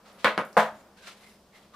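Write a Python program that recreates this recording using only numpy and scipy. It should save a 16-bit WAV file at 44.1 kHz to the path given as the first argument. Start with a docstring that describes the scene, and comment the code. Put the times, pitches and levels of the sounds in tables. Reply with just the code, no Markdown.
"""Close stereo pair at a table in a small, bare room. From the start a quiet air and hum lie under dull garment shifts
and fingers stroking neoprene, made of coloured noise, fibre grains and a rubbing resonance; loose metal ticks faintly.
Snap pliers then give two hard clacks and, laid down, a heavier knock: each is a contact, a crack,
reflections, ringing table, room and steel modes, and a noise tail. A soft hand bump and more strokes follow."""
import sys
import numpy as np
from scipy import signal
from scipy.fft import rfft, irfft, next_fast_len
from scipy.io import wavfile
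from scipy.ndimage import uniform_filter1d

SR = 44100
rng = np.random.default_rng(int(sys.argv[2]) if len(sys.argv) > 2 else 0)


def dump_mix(stems):
    """Bounce the given channels to the path in sys.argv[1] as a 16-bit WAV at rate SR."""
    frames = np.atleast_2d(stems).T  # one column per channel
    limited = np.clip(frames, -1, 1)  # hard clip at full scale
    pcm = np.round(limited * 32767).astype(np.int16)
    wavfile.write(sys.argv[1], SR, pcm)


N = 77175


def undb(db):
    """Decibels to gain."""
    return 10 ** (np.asarray(db) / 20)


def unit(x):
    """Scale to an energy of 1."""
    return x / np.sqrt(np.sum(x ** 2) + 1e-18)


def level(x, db):
    """Scale to an rms level."""
    return x * undb(db) / np.sqrt(np.mean(x ** 2))


def level_50ms(x, db):
    """Scale a short event from energy 1 to the given rms level over 50 ms."""
    return x * undb(db) * np.sqrt(SR / 20)


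def colour(x, points):
    """Causal minimum-phase filter through (Hz, dB) points, by folding the cepstrum."""
    size = 2 * next_fast_len(len(x))
    hz, db = np.array(sorted(points), float).T
    f = np.maximum(np.arange(size // 2 + 1) * SR / size, 1)
    gain = undb(np.interp(np.log(f), np.log(hz), db))
    cepstrum = irfft(np.log(gain))
    cepstrum[1:size // 2] *= 2
    cepstrum[size // 2 + 1:] = 0
    response = np.exp(rfft(cepstrum))
    return irfft(rfft(x, size) * response)[:len(x)]


def resonate(x, hz, width):
    """One resonance with gain 1 at its centre; width in Hz."""
    b, a = signal.iirpeak(hz, hz / width, SR)
    return signal.lfilter(b, a, x)


def lowpass(x, order, hz):
    """Dull a sound above a corner frequency."""
    b, a = signal.butter(order, hz, fs=SR)
    return signal.lfilter(b, a, x)


def stereo(mid, side):
    """Two close microphones: most alike in the bass, unrelated in the treble."""
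    # side against mid: f/Hz, level/dB
    side_colour = [(30, -10), (120, -26), (300, -23.5), (600, -18), (1400, -9), (2500, -5), (5000, -4),
                   (9000, 0.5), (15000, 0)]
    side = colour(side, side_colour)
    return np.array([mid + side, mid - side])


def add(out, x, start):
    """Mix a sound in at its time."""
    i = int(start * SR)
    out[:, i:] += x[:, :N - i]


def noise():
    """White noise."""
    return rng.standard_normal(N)


def fall(t, t60):
    """Decay by 60 dB in t60, flat before time 0."""
    return undb(-60 * np.maximum(t, 0) / t60)


def room_tone():
    """Quiet air as coloured noise, and a low hum that wavers because it is narrow-band noise."""
    # colour of the air: f/Hz, level/dB per Hz
    air_colour = [(25, -6), (50, -6.5), (140, -3), (200, -1.5), (380, -2.5), (620, -3.5), (900, -19),
                  (1700, -24.5), (3000, -17.5), (5000, -16.5), (7000, -22.5), (15000, -31)]
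    # hum bands: f/Hz, width/Hz of each of two filter passes, level/dB
    hum_bands = [(68.1, 6.2, -75), (201.5, 41, -65)]
    air_db = -64
    mid, side = (level(colour(noise(), air_colour), air_db) for _ in range(2))
    hum = np.zeros(N)
    for hz, width, db in hum_bands:
        band = resonate(resonate(noise(), hz, width), hz, width)
        hum += level(band, db)
    return stereo(mid + hum, side)


def fabric(t):
    """Garment shifts and cloth strokes: pressure shapes fibre grains in a hiss, with one rubbing resonance each."""
    # strokes of fingers and tool: start t/s, rise t/s, hold t/s, release t/s (to fall 30 dB),
    # level/dB at full pressure before flicker, rub f/Hz, rub level/dB and fibre brightness/dB against the hiss
    strokes = [(0.029, .035, 0.04, 0.31, -59, 1240, -5.5, -26),
               (0.182, .015, 0.034, 0.12, -56.5, 1220, -15, -21),
               (0.734, 0.028, 0.033, .12, -65, 7100, -4, -8),
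               (0.959, 0.014, 0.067, 0.18, -57, 1580, -3.5, -18),
               (1.022, 0.018, 0.029, .15, -62, 1510, -4, -19),
               (1.05, 0.025, 0.015, .15, -48.5, 1350, -10.5, -17.5),
               (1.157, .015, 0.059, 0.33, -66, 3500, -14, -5.5),
               (1.185, 0.056, .035, 0.17, -60, 2100, 5, -17),
               (1.252, .025, 0.03, 0.29, -66.5, 5170, 2.5, 0),
               (1.51, 0.041, .02, 0.097, -59, 2080, 5.5, -12.5),
               (1.544, 0.023, 0.078, 0.26, -66, 3220, -6.5, -12.5),
               (1.72, .028, .02, .1, -48, 1174, 11, -23)]
    # colour of the cloth: f/Hz, level/dB per Hz
    cloth_colour = [(150, -21.5), (500, -7), (1300, -2), (2500, -3), (4000, -4), (6500, -12.5),
                    (10000, -18.5), (15000, -36.5)]
    # dull shifting of the garment on the table: t/s, level/dB
    shift_levels = [(0, -59.5), (.04, -61), (.07, -56), (.22, -57), (.5, -55), (.82, -56.5), (.96, -61),
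                    (1.28, -61), (1.4, -65), (1.62, -61.5), (1.75, -66)]
    # colour of the shifting: f/Hz, level/dB per Hz
    shift_colour = [(100, -50.5), (200, -9), (330, -6.5), (550, -1.5), (1200, -7), (2000, -16.5),
                    (5000, -32.5)]
    rub_width = 0.073  # as a fraction of the rub frequency
    grains_per_s, grain_db = 850, -9  # rms level against the hiss noise
    fibre_hz, fibre_width_hz = 9300, 7500  # bright hiss, the width of each of two filter passes
    flicker_db = 1.3  # rms swing

    # two averages of 500 samples (11 ms) leave a slow random swing
    slow = uniform_filter1d(uniform_filter1d(noise(), size=500), size=500)
    flicker = undb(flicker_db * level(slow, 0))
    shift_gain = undb(np.interp(t, *np.array(shift_levels).T))
    parts = []
    for _ in range(2):  # mid, then side
        grains = level(noise() * (rng.random(N) < grains_per_s / SR), grain_db)
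        hiss = level(colour(noise() + grains, cloth_colour), 0)
        rub_source = colour(noise(), cloth_colour)
        fibres = resonate(noise() + grains, fibre_hz, fibre_width_hz)
        fibres = resonate(fibres, fibre_hz, fibre_width_hz)
        total = level(colour(noise(), shift_colour), 0) * shift_gain
        for start, rise, hold, release, db, hz, rub_db, bright_db in strokes:
            pressure = np.clip((t - start) / rise, 0, 1) ** 1.47
            pressure = pressure * fall(t - start - rise - hold, 2 * release)
            rub = level(resonate(rub_source, hz, hz * rub_width), rub_db)
            stroke = level(hiss + rub + level(fibres, bright_db), db)
            total = total + pressure * flicker * stroke
        parts.append(total)
    return stereo(*parts)


def ticks(t):
    """Tiny contacts of loose metal: a noise burst and short room tail through one resonance each."""
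    # ticks: t/s, level/dB over 50 ms, ring f/Hz, width/Hz
    tick_list = [(0.070, -84, 4600, 1200), (0.1286, -71, 10800, 350), (0.188, -73, 1500, 3000),
                 (0.4512, -64, 10200, 4000), (0.4654, -74, 10800, 4000), (0.5295, -64, 5300, 1500)]
    contact_s = 0.00061  # time constant
    room_db, room_t60_s = 4.5, 0.44  # tail envelope energy against the contact's
    shape = unit(np.exp(-t / contact_s)) + undb(room_db) * unit(fall(t, room_t60_s))
    out = np.zeros((2, N))
    for start, db, hz, width in tick_list:
        mid, side = (unit(resonate(noise() * shape, hz, width)) for _ in range(2))
        add(out, level_50ms(stereo(mid, side), db), start)
    return out


def ring(t, modes):
    """Decaying modes of random phase that swell over a few milliseconds."""
    swell_s = 0.0019  # time constant
    tones = np.zeros(N)
    for hz, db, t60 in modes:
        tones += undb(db) * fall(t, t60) * np.sin(2 * np.pi * (hz * t + rng.random()))
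    return unit(tones * (1 - np.exp(-t / swell_s)))


def room_tail(t, hold, t60):
    """Dense echoes as noise that builds up, holds and dies away over a longer, duller late tail."""
    build_s = 0.0016  # time constant
    late_db, late_t60_s, late_damp_hz = -15.5, 0.55, 1210  # level before damping
    late = undb(late_db) * fall(t, late_t60_s) * lowpass(noise(), 1, late_damp_hz)
    return unit((1 - np.exp(-t / build_s)) * (noise() * fall(t - hold, t60) + late))


def crack(t, delay):
    """The bright crack of a contact: a brief high-passed noise burst."""
    crack_s, crack_hz = 0.001, 3550  # time constant, lower limit
    b, a = signal.butter(2, crack_hz, "high", fs=SR)
    burst = (t >= delay) * np.exp(-abs(t - delay) / crack_s)
    return unit(signal.lfilter(b, a, noise() * burst))


def pliers(t):
    """Each blow is a contact with a bright crack, early reflections, ringing modes and a dense room tail."""
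    # blows: t/s, level/dB over 50 ms, contact level/dB before its lowpass, contact treble limit f/Hz,
    # tail hold t/s, tail t60/s, table and room modes level/dB, steel modes level/dB,
    # crack level/dB against the tail, crack delay t/s
    blows = [(0.2450, -18.5, -7.5, 9000, 0.014, 0.24, -2.5, -6, -0.5, 0.00038),
             (0.3780, -25.5, -2, 6030, 0.0098, 0.21, -6, -10, -1, 0),
             (0.568, -15, -6, 1480, 0.031, 0.27, 2, -10, -20, 0.019)]
    # one colour per blow: f/Hz, level/dB per Hz
    blow_colours = [
        [(50, -39), (110, -20), (190, -9.5), (390, -11.5), (510, 1.5), (780, -7), (1150, 0.5), (2000, -4),
         (2700, -10), (4100, -14.5), (5400, -29), (8000, -34), (15000, -43)],
        [(50, -47), (100, -22), (160, -4.5), (390, -6.5), (540, 1.5), (850, -4.5), (1300, -0.5), (2100, -11.5),
         (2900, -18.5), (5500, -32), (8000, -42), (10200, -36.5), (15000, -57.5)],
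        [(40, -37.5), (90, -30.5), (185, -9), (250, -18), (390, -18), (470, -4.5), (720, 1), (1100, -4.5),
         (1700, -6), (2500, -19), (3500, -21.5), (5000, -30), (7500, -34.5), (15000, -43)],
    ]
    # resonances of table and room: f/Hz, level/dB before the blow's colour, t60/s
    room_modes = [(163, -7, .18), (214, 3, .29), (450, -1, .19), (510, 1, .21), (540, -6, .19),
                  (624, -4, .34), (703, 0, .22), (780, -5, .25), (857, -2, .24), (994, 2, .22),
                  (1070, 3, .21), (1239, -1, .25)]
    # resonances of the steel jaws: f/Hz, level/dB, t60/s
    steel_modes = [(1459, -1, .22), (1513, -3, .2), (1648, -2, .16), (1716, -5, .2), (1929, -7, .24),
                   (2180, -7, .14), (2255, -7, .24), (2775, -15, .22), (2945, -10, .11), (3494, -19, .2),
                   (3693, -17, .18)]
    # early reflections from table and walls: delay t/s, level/dB against the room tail
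    reflections = [(.0024, -15), (.0095, -13), (0.011, -15), (0.0159, -16), (.036, -14.5)]
    flex_hz, flex_width_hz = 1300, 1200

    out = np.zeros((2, N))
    impulse = signal.unit_impulse(N)
    echoes = np.zeros(N)
    for delay, db in reflections:
        echoes[int(delay * SR)] += undb(db)
    for blow, tone in zip(blows, blow_colours):
        start, db, contact_db, contact_hz, hold, t60, room_db, steel_db, crack_db, crack_delay = blow
        contact = undb(contact_db) * lowpass(impulse, 2, contact_hz) + echoes
        # an all-pass: the bending table smears each contact around this pitch
        contact = contact - 2 * resonate(contact, flex_hz, flex_width_hz)
        mid, side = (room_tail(t, hold, t60) + undb(crack_db) * crack(t, crack_delay) for _ in range(2))
        mid, side = colour(mid + contact, tone), colour(side, tone)
        size = np.sqrt(np.sum(mid ** 2))
        room = undb(room_db) * unit(colour(ring(t, room_modes), tone))
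        steel = undb(steel_db) * ring(t, steel_modes)
        mid = mid / size + room + steel
        blow_sound = stereo(mid, side / size) / np.sqrt(np.sum(mid ** 2))
        add(out, level_50ms(blow_sound, db), start)
    return out


def bump(t):
    """Soft bump of a hand on the table: a decaying noise burst through a low resonance, alike in both channels."""
    # the bump: t/s, level/dB over 50 ms, f/Hz, width/Hz of each of two filter passes, t60/s of the burst
    hand_bump = (0.722, -58, 170, 130, .16)
    start, db, hz, width, t60 = hand_bump
    burst = noise() * (t > start) * fall(t - start, t60)
    thud = resonate(resonate(burst, hz, width), hz, width)
    return level_50ms(unit(thud), db)


def scene():
    """Room, cloth, ticks, pliers and bump in front of the pair, a touch to the left."""
    t = np.arange(N) / SR
    balance_db = 0.44  # left against right
    balance = undb(np.array([[balance_db], [-balance_db]]) / 2)
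    return (room_tone() + fabric(t) + ticks(t) + pliers(t) + bump(t)) * balance


def record(dry):
    """The recorder cuts the top with a steep elliptic lowpass."""
    top_hz = 15450
    sos = signal.ellip(10, .2, 70, top_hz, fs=SR, output="sos")  # ripple and stopband in dB
    return signal.sosfilt(sos, dry)


dry = scene()
out = record(dry)
dump_mix(out)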